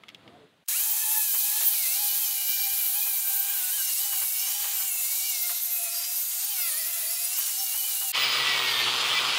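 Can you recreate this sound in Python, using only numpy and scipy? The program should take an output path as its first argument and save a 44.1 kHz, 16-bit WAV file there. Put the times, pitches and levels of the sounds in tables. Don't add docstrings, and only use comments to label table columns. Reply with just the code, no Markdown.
import sys
import numpy as np
from scipy import signal
from scipy.fft import rfft, irfft, next_fast_len
from scipy.io import wavfile
from scipy.ndimage import uniform_filter1d, map_coordinates

SR = 44100
rng = np.random.default_rng(int(sys.argv[2]) if len(sys.argv) > 2 else 0)


def boost(x):
    u = np.asarray(x, float) / 20
    return 10 ** u


def unload_wav(signal):
    wavfile.write(
        sys.argv[1],
        SR,
        np.round(np.clip(np.atleast_2d(signal).T, -1, 1) * 32767).astype(np.int16),
    )


N = 413658
T = np.arange(N) / SR
CUT_IN, START, CUT_OUT = .639, .682, 8.1187


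def unit(x):
    return x / np.sqrt(np.mean(x ** 2) + 1e-20)


def curves(rows):
    s, *cols = np.transpose(rows)
    return [np.interp(T, s, c) for c in cols]


def wobble(rate):
    return map_coordinates(rng.standard_normal(int(N * rate / SR) + 4), [T * rate])


def coloured(x, points, lo_hz=0, hi_hz=SR):
    size = next_fast_len(N + 8192)
    hz = np.fft.rfftfreq(size, 1 / SR) + 1
    point_hz, point_db = np.transpose(points)
    gain = boost(np.interp(np.log(hz), np.log(point_hz), point_db))
    band = 1 / np.sqrt((1 + (lo_hz / hz) ** 16) * (1 + (hz / hi_hz) ** 16))
    return unit(irfft(rfft(x, size) * gain * band, size)[:N])


def patchy(depth_db, size):
    z = signal.stft(rng.standard_normal(N + 512), nperseg=256)[2]

    def field(frames):
        neighbours = uniform_filter1d(rng.standard_normal(z.shape), 2, 0)
        return unit(uniform_filter1d(neighbours, frames, 1))

    patches = field(size) + 1.2 * field(12 * size)
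    return signal.istft(z * boost(depth_db * patches), nperseg=256)[1][:N]


def room_and_sleeve():
    # start_s, sleeve_rub_db, room_hiss_db
    quiet = [
        (0, -62.5, -62),
        (.18, -62, -61),
        (.27, -51.5, -59.5),
        (.44, -56.5, -62.5),
        (.49, -66, -67),
        (.635, -68, -69),
    ]
    cloth = [(18, -61), (30, -38), (113, -6), (312, -4), (432, -8), (662, -8), (1500, -24), (1950, -66),
             (3300, -120)]
    air = [(410, -38), (700, -12), (1180, -1), (3900, -2), (5520, -18), (12700, -23), (15000, -35)]
    rub_db, hiss_db = curves(quiet)
    uneven = boost(1.6 * wobble(38.7)) * rng.standard_normal(N)
    rub = boost(rub_db) * coloured(uneven, cloth)
    hiss = boost(hiss_db) * coloured(patchy(1, size=10), air, hi_hz=12000)
    return rub + hiss


def guard_ticks():
    # start_s, peak_db, bright_db (per octave about 3300 Hz)
    ticks = [
        (0.036, -36.5, -11),
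        (0.0836, -29, 9),
        (0.09, -31.5, -3),
        (.1, -37, 0),
        (.147, -29, 16),
        (.278, -36, -1),
    ]
    # pitch_hz, level_db, t60_s (time to fade by 60 dB)
    guard = [
        (1280, -11, 0.027),
        (2200, -0.5, 0.023),
        (3300, 2.5, 0.015),
        (5200, -20, .015),
    ]
    scrape = coloured(rng.standard_normal(N), [(400, -22), (1200, -15), (3000, 7), (5000, -8), (10000, -29)])
    out = np.zeros(N)
    for start_s, peak_db, bright_db in ticks:
        age = np.maximum(T - start_s, 0)
        ring = np.zeros(N)
        for hz, level_db, t60 in guard:
            tilt_db = bright_db * np.log2(hz / 3300)
            tone = np.sin(2 * np.pi * hz * age + 0.6 * wobble(300))
            ring += boost(level_db + tilt_db - 60 * age / t60) * tone
        out += (age > 0) * boost(peak_db - 9.5) * (ring + 0.61 * boost(-60 * age / 0.038) * scrape)
    return out


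def creak():
    # start_s, pitch_hz, level_db
    slips = [
        (.27, 700, -85),
        (.3, 699, -62),
        (.37, 700, -58),
        (.39, 447, -58),
        (.45, 432, -57),
        (.49, 420, -85),
    ]
    pitch_hz, level_db = curves(slips)
    turns = 2 * np.pi * np.cumsum(pitch_hz) / SR
    return boost(level_db + 4 * wobble(41.8)) * np.sin(turns + wobble(60))


def handling():
    moves = room_and_sleeve() + creak() + guard_ticks()
    faint = boost(-78) * coloured(rng.standard_normal(N), [(300, -26), (1500, -2), (12000, -13)])
    return moves * (T < CUT_IN) + faint * (T < START)


def bursts(rows, rise, t60):
    start_s, peak_db = np.transpose(rows)
    age = T - start_s[:, None]
    shape = (age > 0) * (1 - np.exp(-abs(age) / rise)) * boost(-60 * abs(age) / t60)
    return boost(peak_db) @ shape


def switch_clicks():
    # start_s, peak_db
    snaps = [
        (.655, -68),
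        (.6605, -59),
        (.678, -41),
    ]
    noise = coloured(rng.standard_normal(N), [(300, -20), (3000, 0), (12000, -4)])
    return bursts(snaps, rise=.0003, t60=0.025) * noise


def grinder(wheel_hz, levels_db, parts, rasp, colour, edges_hz, shake, pace, flicker_db, beat, grit_db, patch_db,
            size):
    wheel_hz = wheel_hz * (1 + shake * (wobble(pace) + .6 * wobble(2 * pace)))
    turns = 2 * np.pi * np.cumsum(wheel_hz) / SR
    out = np.zeros(N)
    for part, level_db in zip(parts, levels_db):
        together = wobble(pace)
        for order, db in part:
            audible = order * wheel_hz < .48 * SR
            depth_db = flicker_db * np.clip(order / 10, .68, 1)
            beads = depth_db * (together + .5 * wobble(pace / 2) + .8 * wobble(2 * pace))
            sway = rng.uniform(0, 2 * np.pi) + .5 * wobble(2 * pace)
            out += audible * boost(level_db + db + 3.5 + beads) * np.sin(order * turns + sway)
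    tremor_db = 0.27 * wobble(20) + 0.42 * wobble(60)
    contact = unit(boost(tremor_db + grit_db * wobble(3000)) * (1 + beat * np.cos(turns)))
    for level_db, lo_hz, hi_hz in zip(curves(rasp), edges_hz, edges_hz[1:]):
        wires = coloured(contact * patchy(patch_db, size), colour, lo_hz, hi_hz)
        out += boost(level_db + 0.53 * wobble(25)) * wires
    return out


def hurried_grinder():
    # start_s, wheel_turns_hz
    speed = [(0.68, 377.5), (0.72, 536), (0.77, 752), (0.802, 803), (0.829, 839.2), (0.965, 861),
             (1.128, 863.5), (1.245, 855), (1.292, 820.3), (1.321, 802), (1.36, 832), (1.455, 830),
             (1.618, 873), (1.738, 826), (1.781, 763), (1.863, 679), (1.945, 752), (2.01, 839),
             (2.108, 802), (2.143, 792), (2.217, 867), (2.271, 809.8), (2.434, 783), (2.598, 786),
             (2.761, 798), (2.924, 767), (2.968, 835), (3.087, 821), (3.131, 774), (3.251, 784.8),
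             (3.414, 785), (3.517, 807), (3.577, 777), (3.648, 738), (3.694, 746.4), (3.741, 820),
             (3.765, 850.1), (3.814, 773), (3.904, 765), (3.956, 725), (3.999, 782.7), (4.067, 816),
             (4.195, 760), (4.23, 784), (4.271, 739), (4.394, 752.6), (4.557, 814.8), (4.72, 814),
             (4.772, 754.7), (4.883, 772), (4.905, 735.5), (5.047, 711), (5.177, 770), (5.21, 758),
             (5.273, 792.2), (5.373, 709), (5.536, 705), (5.7, 699.5), (5.863, 683), (6.026, 693),
             (6.19, 723.5), (6.353, 713), (6.402, 724), (6.451, 808), (6.516, 840), (6.595, 720),
             (6.679, 662), (6.723, 604), (6.785, 653), (6.843, 639), (6.889, 684), (7.006, 660.9),
             (7.09, 654), (7.131, 703), (7.169, 668), (7.332, 736), (7.425, 823), (7.496, 786),
             (7.659, 777), (7.724, 745), (7.773, 820), (7.822, 779.2), (7.877, 812.1), (7.985, 757),
             (8.034, 800), (8.064, 766), (8.116, 745)]
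    # start_s, unbalance_db, oval_db, third_order_db, armature_db, guard_edge_db, cooling_fan_db, knots_db
    levels = [(0.69, -91, -80, -58, -57, -60.0, -57, -55), (0.76, -64, -49, -50, -43, -57.0, -36, -56),
              (0.85, -54.0, -61, -52, -50, -63, -36, -38), (1.01, -53, -54, -50.0, -49, -60, -38, -40.0),
              (1.18, -46, -50.0, -46.5, -52.0, -58, -33, -39.0), (1.34, -65, -55, -53, -48, -62, -39, -37),
              (1.51, -54.5, -52.5, -46.5, -50, -57, -38, -45), (1.67, -55, -52, -59, -47, -59, -32, -36),
              (1.84, -62.5, -64, -44.5, -49, -50.0, -49, -48), (2.0, -49, -52.5, -48, -45, -56, -38, -54),
              (2.17, -56.5, -60, -54.0, -46.5, -64, -32, -41),
              (2.33, -57.0, -61, -51.5, -46, -64, -44, -60), (2.5, -62, -56, -45.5, -45.5, -47.5, -46, -35),
              (2.66, -52, -57, -45, -47, -49, -38, -37), (2.83, -59.5, -63, -51.5, -49, -57.0, -42, -44),
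              (2.99, -52.5, -56.0, -48, -50, -57, -36, -43), (3.16, -60, -62, -45, -62, -61, -44, -40.5),
              (3.32, -51, -51, -56, -51, -53, -44, -33.5), (3.49, -57.0, -49.5, -50, -48.5, -58, -61, -34),
              (3.65, -57, -52, -57, -51, -56, -43, -39.0), (3.82, -63, -50, -54, -43, -44, -39, -40.0),
              (3.98, -59.5, -76, -58, -47, -47, -35.5, -53),
              (4.15, -54, -54, -53, -44.5, -51, -47.0, -49.0), (4.31, -63, -68, -49, -50, -48, -51, -46),
              (4.48, -58, -61, -48.5, -46, -44, -46, -48), (4.64, -55.5, -56.0, -56, -48, -50, -40, -40),
              (4.81, -55, -59, -53, -48.5, -46, -45, -35), (4.97, -61.5, -65, -54, -45, -68, -39.0, -44.5),
              (5.14, -62, -67.0, -50, -54, -50.0, -45, -51), (5.3, -59, -68.5, -47, -43, -47, -54, -39.0),
              (5.47, -58, -54, -48, -63, -61.0, -64, -35), (5.63, -62, -68, -57.0, -58, -53, -61, -37),
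              (5.8, -52.5, -58, -57, -47.5, -60.5, -39, -41.5),
              (5.96, -53.0, -58, -64, -55.5, -38.5, -51.0, -41), (6.13, -59, -69, -58, -54, -44, -54, -39),
              (6.29, -69, -61, -61, -63, -60, -49, -40), (6.46, -54.0, -65.0, -59, -54.0, -46, -49.0, -39),
              (6.62, -58.5, -51, -45.5, -49.0, -43, -42, -40),
              (6.79, -54.5, -64, -52, -55, -47, -40.0, -43),
              (6.95, -59, -59.0, -52.0, -57, -53, -42, -48.0),
              (7.12, -56.0, -67, -52, -53.0, -43.5, -42, -47),
              (7.28, -55.5, -61.0, -55, -49, -45, -41, -45),
              (7.45, -67.0, -59.0, -62, -49, -47.0, -46.0, -41.0),
              (7.61, -54, -79, -60, -48.0, -40, -46, -41), (7.78, -62, -69, -50, -42.5, -66, -40, -46.0),
              (7.94, -56, -60, -53, -42.5, -56.0, -48, -42),
              (8.1, -52.5, -72, -66.0, -42.5, -59.0, -42, -49.0)]
    # multiple of the wheel speed, level_db
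    parts = [
        [(1, 0)],
        [(2, 0)],
        [(3, 0), (4, -6), (5, -7), (6, -6)],
        [(3.7, 0), (5.7, -9)],
        [(7, -2), (8, -5)],
        [(14.8, 0), (11.1, -9)],
        [(18, 0), (16, -8), (17, -4), (19, -6), (20, -5), (21, -7), (22, -7)],
    ]
    rasp = [(0.7, -43.5, -38.5, -30, -25.5), (0.91, -45.5, -40.5, -31, -25.5),
            (1.12, -43.5, -41, -30, -25.5), (1.33, -47.5, -39.5, -32.5, -24.5),
            (1.55, -41.5, -37.5, -30.5, -26), (1.76, -45, -37.5, -33.5, -25),
            (1.97, -44.5, -35.5, -31.5, -25.5), (2.18, -44.5, -37, -34.5, -24.5),
            (2.39, -46.5, -39.5, -34.5, -27), (2.6, -46.5, -38.0, -34.5, -30),
            (2.81, -45.0, -42, -35, -24.5), (3.029, -45.5, -40, -35, -24.5),
            (3.24, -46.5, -44.5, -34, -27.5), (3.45, -44.5, -42.5, -34.5, -27.5),
            (3.66, -43.5, -42.0, -33.5, -28), (3.869, -45.0, -39, -32, -27), (4.08, -46, -40, -33.5, -27),
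            (4.29, -48, -42, -34, -27), (4.51, -43, -39.5, -32.5, -28), (4.719, -42.5, -41.5, -33, -32.5),
            (4.93, -47, -49, -33, -30), (5.14, -46.0, -38, -31.5, -26), (5.349, -46.5, -38, -32.5, -32.5),
            (5.56, -49, -38.5, -36, -34), (5.77, -48.0, -44, -35, -29.5), (5.99, -45.5, -42, -34.5, -37.5),
            (6.2, -49, -43, -33.5, -27.5), (6.411, -46.5, -41.5, -33, -37), (6.62, -45, -43, -35.5, -29),
            (6.83, -45.0, -42, -35.5, -29), (7.04, -45, -43.5, -37, -28), (7.25, -46.5, -42, -33.5, -31),
            (7.47, -43, -39.5, -32.5, -32.0), (7.679, -48, -40, -34, -28.5), (7.89, -46.5, -40, -32.5, -30),
            (8.1, -47, -41, -34, -29)]
    colour = [(120, -95), (200, -65.5), (758, -18), (1550, -16.5), (2870, -11), (3450, -9), (3920, -2.5),
              (5160, -4.5), (6900, -1.5), (8750, -1.5), (12200, 2), (15700, 0.5)]
    return grinder(*curves(speed), curves(levels), parts, rasp, colour, edges_hz=(0, 3400, 6000, 10500, SR),
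                   shake=.007, pace=40, flicker_db=3.6, beat=.25, grit_db=1, patch_db=1, size=12)


def snag_thuds():
    # start_s, peak_db
    snags = [(1.336, -33), (1.602, -32.5), (3.059, -39), (3.769, -43), (4.122, -34.5), (4.212, -34),
             (4.468, -37), (4.637, -32.5), (4.796, -39.5), (5.489, -32.5), (7.381, -37.5), (7.735, -36),
             (8.009, -36)]
    thud = [(150, -70), (300, -37), (500, -2.5), (800, 6.5), (1600, 4), (3000, 4), (6000, -30)]
    jolts = bursts(snags, rise=.009, t60=.12) * rng.standard_normal(N)
    return boost(1) * np.std(jolts) * coloured(jolts, thud)


def hurried():
    tool = hurried_grinder() * np.clip((T - START) / 0.0032, 0, 1)
    return (tool + snag_thuds() + switch_clicks()) * (T < CUT_OUT)


def true_speed():
    # start_s, wheel_turns_hz, unbalance_db, cooling_fan_db, knots_db, gear_mesh_db, whistle_db
    levels = [(8.14, 132.8, -68, -48, -59, -38, -53), (8.208, 134.4, -57.5, -41.5, -41, -37, -46),
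              (8.421, 131.65, -54.5, -37, -42, -38.5, -49), (8.489, 132.8, -58.5, -40, -38, -42, -50),
              (8.616, 127.8, -53, -39, -41, -44, -43), (8.675, 127.6, -55.0, -40, -37, -36, -42.0),
              (8.757, 121.6, -58, -37, -46, -42.0, -52), (8.807, 121, -55, -39.0, -36, -39, -48),
              (8.875, 120.9, -54.0, -37, -50, -33, -57.0), (8.929, 123.6, -59, -50, -70, -38.5, -48),
              (9.124, 135.9, -56.5, -44, -47, -46.0, -51), (9.179, 134.8, -55, -35, -32, -39, -47),
              (9.215, 131.2, -55, -43, -49, -46.0, -49), (9.242, 132.8, -58, -44, -47, -40, -55),
              (9.278, 132.6, -56, -54.5, -55, -36.5, -57.0), (9.383, 136.7, -62, -33, -46, -39, -63.0)]
    # multiple of the wheel speed, level_db
    parts = [
        [(1, -1), (2, -5), (3, 2), (3.7, 3.5), (7, 0)],
        [(14.8, -0.5), (25.9, -3), (29.6, -2.5)],
        [(17.37, 1), (15.9, -24), (16.8, -13), (19, -10), (20.2, -28), (20.6, -4)],
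        [(37, -2), (32.3, -6), (33.3, -4), (36, -8), (38, -8), (40.7, -12), (48.1, -16), (51.8, -18), (74, -26)],
        [(114.7, 0)],
    ]
    # start_s, then level_db of the low, middle and high rasp
    rasp = [
        (8.145, -41, -26.5, -44),
        (8.157, -36.5, -26.5, -39),
        (9.38, -35, -27.5, -38),
    ]
    colour = [(24, -84), (40, -67), (123, -25), (179, -23), (611, -14), (1230, -3), (1660, -8.5), (3110, 2),
              (5670, -12), (10300, -19), (15800, -27.5)]
    wheel_hz, *levels_db = curves(levels)
    tool = grinder(wheel_hz, levels_db, parts, rasp, colour, edges_hz=(0, 1500, 5500, SR),
                   shake=.0012, pace=24, flicker_db=3, beat=.15, grit_db=1.2, patch_db=.7, size=20)
    return tool * np.clip((T - CUT_OUT) / 0.029, 0, 1) ** 2


def scene():
    mono = handling() + hurried() + true_speed()
    return np.array([mono, mono])


def band_limit(x):
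    return signal.sosfilt(signal.butter(12, 16930, fs=SR, output="sos"), x)


def record(dry):
    hz, t, z = signal.stft(dry[0], SR, nperseg=1024)
    when, low, wide = rng.uniform(size=(32, 3)).T[:, :, None]
    frames = abs(t - .8 - 8.5 * when) < .014
    bands = (hz > 4200 + 9500 * low) & (hz < 6000 + 9500 * low + 1500 * wide)
    opening = ((hz > 4500) & (hz < 12000))[:, None] * (t < CUT_IN)
    swapped = (bands.T @ frames) + boost(-16) * opening
    random_phase = np.exp(2j * np.pi * rng.uniform(size=z.shape))
    side = signal.istft(swapped * abs(z) * random_phase, SR, nperseg=1024)[1][:N]
    wet = dry + boost(-2) * np.array([side, -side])
    size = next_fast_len(N)
    below_top = (15800 - np.fft.rfftfreq(size, 1 / SR)) / 80
    edge = np.sin(np.pi / 2 * np.clip(below_top, 0, 1)) ** 2
    wet = irfft(rfft(wet, size) * edge, size)[:, :N]
    return band_limit(wet)


dry = scene()
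out = record(dry)
unload_wav(out)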